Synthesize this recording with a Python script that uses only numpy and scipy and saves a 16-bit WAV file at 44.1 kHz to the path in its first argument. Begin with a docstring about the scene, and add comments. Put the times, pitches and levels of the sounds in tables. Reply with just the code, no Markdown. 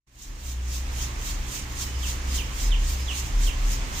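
"""Pressure cooker on a gas ring.

A weight valve in a small kitchen lets out soft puffs of steam almost four times a second: shaped stereo noise
over a steady leak. The flame rushes below as banded noise, faint wavering sines hum, and two deep
sines drone, swelling and sinking. Outside a bird gives five falling chirps with thin notes between, as gliding sines.
The sound fades in over the first second."""
import sys
import numpy as np
from scipy import signal
from scipy.io import wavfile

SR = 44100
rng = np.random.default_rng(int(sys.argv[2]) if len(sys.argv) > 2 else 0)


def master(y):
    """Save y as 16-bit WAV."""
    cut = np.clip(np.atleast_2d(y).T, -1, 1)
    pcm = np.round(cut * 32767)  # scale
    wavfile.write(sys.argv[1], SR, pcm.astype(np.int16))


N = 176400
TIME_S = np.arange(N) / SR


def from_db(db):
    """Decibels to amplitude gain."""
    return 10 ** (np.asarray(db) / 20)


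def rms_one(x):
    """Scale to rms 1."""
    return x / np.sqrt(np.mean(x ** 2) + 1e-20)


def in_time(rows):
    """Interpolate (s, value) rows at every sample."""
    return np.interp(TIME_S, *np.transpose(rows))


def at_hz(points, hz):
    """Interpolate (Hz, value) rows on a log-frequency axis."""
    points_hz, values = np.transpose(points)
    return np.interp(np.log(hz), np.log(points_hz), values)


def pan(left_minus_right_db):
    """Left and right gains for a level difference, at constant power."""
    half_db = left_minus_right_db / 2
    return rms_one(from_db(np.array([[half_db], [-half_db]])))


def drift(rate_hz):
    """Random wander of rms 1: noise through two equal low-pass poles, run at SR / 40."""
    step, settle = 40, 2000
    pole = np.exp(-2 * np.pi * rate_hz * step / SR)
    noise = rng.standard_normal(N // step + 2 + settle)
    coarse = signal.lfilter([1], [1, -2 * pole, pole * pole], noise)[settle:]
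    return np.interp(np.arange(N) / step, np.arange(len(coarse)), rms_one(coarse))


def tone(hz):
    """Sine of rms 1 whose phase integrates a pitch curve."""
    return np.sqrt(2) * np.sin(2 * np.pi * np.cumsum(hz) / SR)


# Left-right correlation of the noises. Each row: frequency in Hz, correlation from -1 to 1.
LIKENESS = [(60, 0.91), (130, 0.98), (290, 0.84), (640, 0.31), (1400, -0.29), (3100, 0.32), (6800, -0.12),
            (15000, 0.17)]


def banded_noise(spectrum, balance, patchy_db):
    """Stereo noise of rms 1 in narrow bands, each with its own level, flicker, pan and correlation."""
    edges_hz = np.concatenate([np.geomspace(22, 800, 11)[:-1], np.geomspace(800, 16500, 19)])
    white = rng.standard_normal((2, 2, N))
    out = 0
    for k, (low_hz, high_hz) in enumerate(zip(edges_hz, edges_hz[1:])):
        band = signal.butter(2, [low_hz, high_hz], "band", fs=SR, output="sos")
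        mid, side = signal.sosfilt(band, white[k % 2])  # neighbouring bands use different noise
        hz = np.sqrt(low_hz * high_hz)
        alike = np.clip(at_hz(LIKENESS, hz), -1, 1)
        level = from_db(at_hz(spectrum, hz) + patchy_db * drift(14))
        stereo = np.sqrt(1 + alike) * mid + np.sqrt(1 - alike) * side * [[1], [-1]]
        out = out + level * pan(at_hz(balance, hz)) * stereo
    return rms_one(out)


def near_echoes(x, db, longest_s, count=12):
    """Quick reflections from hard things close by, different for each side, comb the sound."""
    out = x.copy()
    gain = from_db(db) / np.sqrt(count)
    for side in range(2):
        shares = rng.uniform(.1, 1, count)
        signs = rng.choice([-1, 1], count)
        for share, sign in zip(shares, signs):
            lag = 1 + int(share * longest_s * SR)
            out[side, lag:] += sign * gain * x[side, :-lag]
    return out / np.sqrt(1 + from_db(db) ** 2)


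# Valve lifts. Each row: top of the puff in seconds, level in dB relative to PUFF_DB.
PUFFS = [(.226, -4), (0.488, -2.5), (.755, -.5), (1.021, -1.5), (1.288, -1.2), (1.555, -0.5), (1.822, 0.2),
         (2.092, 0.6), (2.36, .5), (2.625, 0), (2.906, -1.3), (3.01, -9), (3.175, -0.7), (3.261, -8.5),
         (3.452, -2), (3.724, -2), (3.99, -2)]
# Steam jet spectrum. Each row: frequency in Hz, relative density in dB per Hz.
STEAM = [(900, -17), (1800, -12.5), (3000, -4.5), (4000, -4.5), (4800, -5), (5600, -2.5), (6400, 1),
         (7500, -2), (8500, -8.5), (10500, -13.5), (13000, -12.5), (15000, -10)]
# Steam stereo balance. Each row: frequency in Hz, left minus right in dB.
STEAM_BALANCE = [(1000, -3.5), (2800, -7.5), (4800, -4), (6100, 5), (7000, -9.5), (8000, -12.5), (10000, 1),
                 (11500, -8), (15000, -0.5)]
PUFF_RISE_S, PUFF_FALL_S, PUFF_SHAPE = 0.065, 0.052, 1.2
PUFF_DB, LEAK_DB = -31.5, -49
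SPUTTER_DB, SPUTTER_HZ = 0.82, 59.6  # quick unsteadiness of the jet


def steam():
    """The jet swells and sinks each time the weight lifts, over a steady leak; their powers add."""
    power = from_db(LEAK_DB) ** 2
    for top_s, db in PUFFS:
        away = np.maximum((top_s - TIME_S) / PUFF_RISE_S, (TIME_S - top_s) / PUFF_FALL_S)
        puff = from_db(PUFF_DB + db) * np.exp(-np.abs(away) ** PUFF_SHAPE)
        power = power + puff ** 2
    sputter = from_db(SPUTTER_DB * drift(SPUTTER_HZ))
    jet = np.sqrt(power) * sputter * banded_noise(STEAM, STEAM_BALANCE, patchy_db=1.35)
    return near_echoes(jet, db=-4, longest_s=.012)  # pot, glass and walls


# Gas flame spectrum. Each row: frequency in Hz, relative density in dB per Hz.
FLAME = [(25, 23.5), (60, 19), (100, 11), (150, 4.5), (190, 5.5), (270, 3), (400, -1.5), (680, -3),
         (1050, 1.5), (1400, -2.5), (2000, 0), (2800, -3), (4200, -8.5), (7000, -7.5), (11000, -31),
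         (15000, -33)]
# Flame stereo balance. Each row: frequency in Hz, left minus right in dB.
FLAME_BALANCE = [(130, -1), (640, -0.5), (1400, -1), (2800, -8.5), (5000, -1), (12000, -13)]
# Flame level. Each row: time in seconds, level in dB.
FLAME_LEVEL = [(0, -41.5), (1, -35), (1.6, -36), (2.3, -34), (3, -35), (4, -32)]


def flame():
    """The rush of the burner: banded noise under a gently varying level."""
    return from_db(in_time(FLAME_LEVEL)) * banded_noise(FLAME, FLAME_BALANCE, patchy_db=1.0)


# Hum lines. Each row: mean frequency in Hz, mean level in dB.
HUM = [(119.7, -46.5), (197.5, -56.5), (269, -60), (300, -58), (360, -62)]
HUM_WAVER_DB, HUM_WAVER_HZ = 1.2, .3


def hum():
    """A few faint sines, wavering in level and pitch."""
    out = 0
    for hz, db in HUM:
        level = from_db(db + HUM_WAVER_DB * drift(5.4))
        out = out + level * tone(hz + HUM_WAVER_HZ * drift(2.05))
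    return out


# Lower drone tone. Each row: time in seconds, level in dB.
DRONE_LOW = [(0.2, -40), (0.33, -29.5), (0.61, -51), (0.88, -32.5), (0.93, -41), (1.41, -27), (1.45, -40),
             (2.56, -36), (2.7, -17.5), (2.85, -23.5), (3.0, -39), (3.28, -37.5), (3.36, -19),
             (3.47, -19.5), (3.55, -29.5), (3.67, -18.5), (3.98, -42.5), (4.0, -52)]
# Upper drone tone. Each row: time in seconds, level in dB before DRONE_HIGH_DB, pitch in Hz before wander.
DRONE_HIGH = [(0.2, -42.5, 60.8), (0.37, -43, 61.5), (0.48, -28.5, 64.2), (0.63, -26, 61.6),
              (1.35, -38.5, 61.32), (1.42, -31.5, 61.6), (1.58, -74, 64.9), (1.64, -37, 64.1),
              (1.73, -47, 62.52), (1.98, -27.5, 64.24), (2.22, -34.5, 63.8), (2.34, -26.5, 61.5),
              (2.57, -39, 60.05), (3.03, -28.5, 64.0), (3.3, -36.5, 65.1), (3.4, -36.5, 61),
              (3.91, -40.5, 61.25), (4.0, -60, 60.5)]
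DRONE_LOW_HZ, DRONE_WANDER_HZ = 37.36, 1.365
DRONE_HIGH_DB = 1  # added to the upper tone


def drone():
    """Two deep sines swell and sink, unsteady in pitch."""
    time_s, high_db, high_hz = np.transpose(DRONE_HIGH)
    low_pitch = DRONE_LOW_HZ + DRONE_WANDER_HZ * drift(3.7)
    low = from_db(in_time(DRONE_LOW)) * tone(low_pitch)
    high_level = from_db(DRONE_HIGH_DB + np.interp(TIME_S, time_s, high_db))
    high_pitch = np.interp(TIME_S, time_s, high_hz) + DRONE_WANDER_HZ * drift(4.26)
    return low + high_level * tone(high_pitch)


ROOM_T60_S = .45


def kitchen(x):
    """Ten feedback delays a side: the hard walls of a small room."""
    out = np.zeros((2, N))
    lags = (rng.uniform(0.01, 0.041, 20) * SR).astype(int)
    for k, lag in enumerate(lags):
        loop = x.copy()
        gain = from_db(-60 * lag / SR / ROOM_T60_S)
        for i in range(lag, N, lag):
            loop[i:i + lag] += gain * loop[i - lag:i][:N - i]
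        out[k % 2] += (loop - x) * (-1) ** (k // 2)  # echoes only
    return out / np.sqrt(10)


# Bird chirps. Each row: time in seconds, level in dB, length factor.
CHIRPS = [(2.032, -36, 1), (2.380, -32.5, 1.01), (2.720, -31.5, .97), (3.085, -32, 1.3),
          (3.469, -33.5, 1.11)]
# Downward slur of every chirp. Each row: offset in seconds before the length factor, pitch in Hz, relative dB.
CHIRP_SHAPE = [(-.03, 4500, -21), (-.018, 4100, -18), (-.008, 3780, -15), (0, 3380, 0), (.008, 3030, 0),
               (.02, 2820, -2), (.031, 2520, -6), (.045, 2350, -22)]
# Thin notes around the chirps. Each row: centre in seconds, pitch in Hz, level in dB, half length to 1/e in seconds.
THIN_NOTES = [(1.92, 2980, -50, .06), (1.975, 5080, -49, .04), (2.312, 5030, -44, .016),
              (2.662, 5070, -43, .02), (3.015, 5070, -45, .035), (3.39, 5100, -52, .015)]
CHIRP_ROUGH, NOTE_ROUGH = .02, .0095  # rms pitch jitter, share of pitch
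RASP_DB = 1.5


def bird():
    """Thin notes and slightly raspy slurs, jittered sines, come in from the right and ring in the room."""
    offset_s, shape_hz, shape_db = np.transpose(CHIRP_SHAPE)
    song = np.zeros(N)
    for chirp_s, db, length in CHIRPS:
        when_s = chirp_s + offset_s * length
        sounding = (TIME_S > when_s[0]) * (TIME_S < when_s[-1])
        level = from_db(db + np.interp(TIME_S, when_s, shape_db) + RASP_DB * drift(380)) * sounding
        pitch_hz = np.interp(TIME_S, when_s, shape_hz) * (1 + CHIRP_ROUGH * drift(301))
        song += level * tone(pitch_hz)
    for note_s, note_hz, db, width_s in THIN_NOTES:
        swell = np.exp(-((TIME_S - note_s) / width_s) ** 2)
        song += from_db(db) * swell * tone(note_hz * (1 + NOTE_ROUGH * drift(214)))
    direct = near_echoes(song * pan(-11), db=-5, longest_s=.025)
    room = from_db(-3) * kitchen(song) * pan(-6.5)
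    return direct + room


def scene():
    """Everything in the kitchen together."""
    return steam() + flame() + hum() + drone() + bird()


# Fade-in. Each row: time in seconds, gain in dB.
FADE = [(.062, -56), (.072, -22), (.2, -10.5), (.3, -5), (.5, -4.5), (.75, -2.5), (1, 0)]
CUTOFF_HZ = 15500


def record(dry):
    """The level fades in and a steep low-pass cuts the top."""
    low_pass = signal.ellip(12, .2, 80, CUTOFF_HZ, fs=SR, output="sos")
    return signal.sosfilt(low_pass, dry * from_db(in_time(FADE)))


dry = scene()
out = record(dry)
master(out)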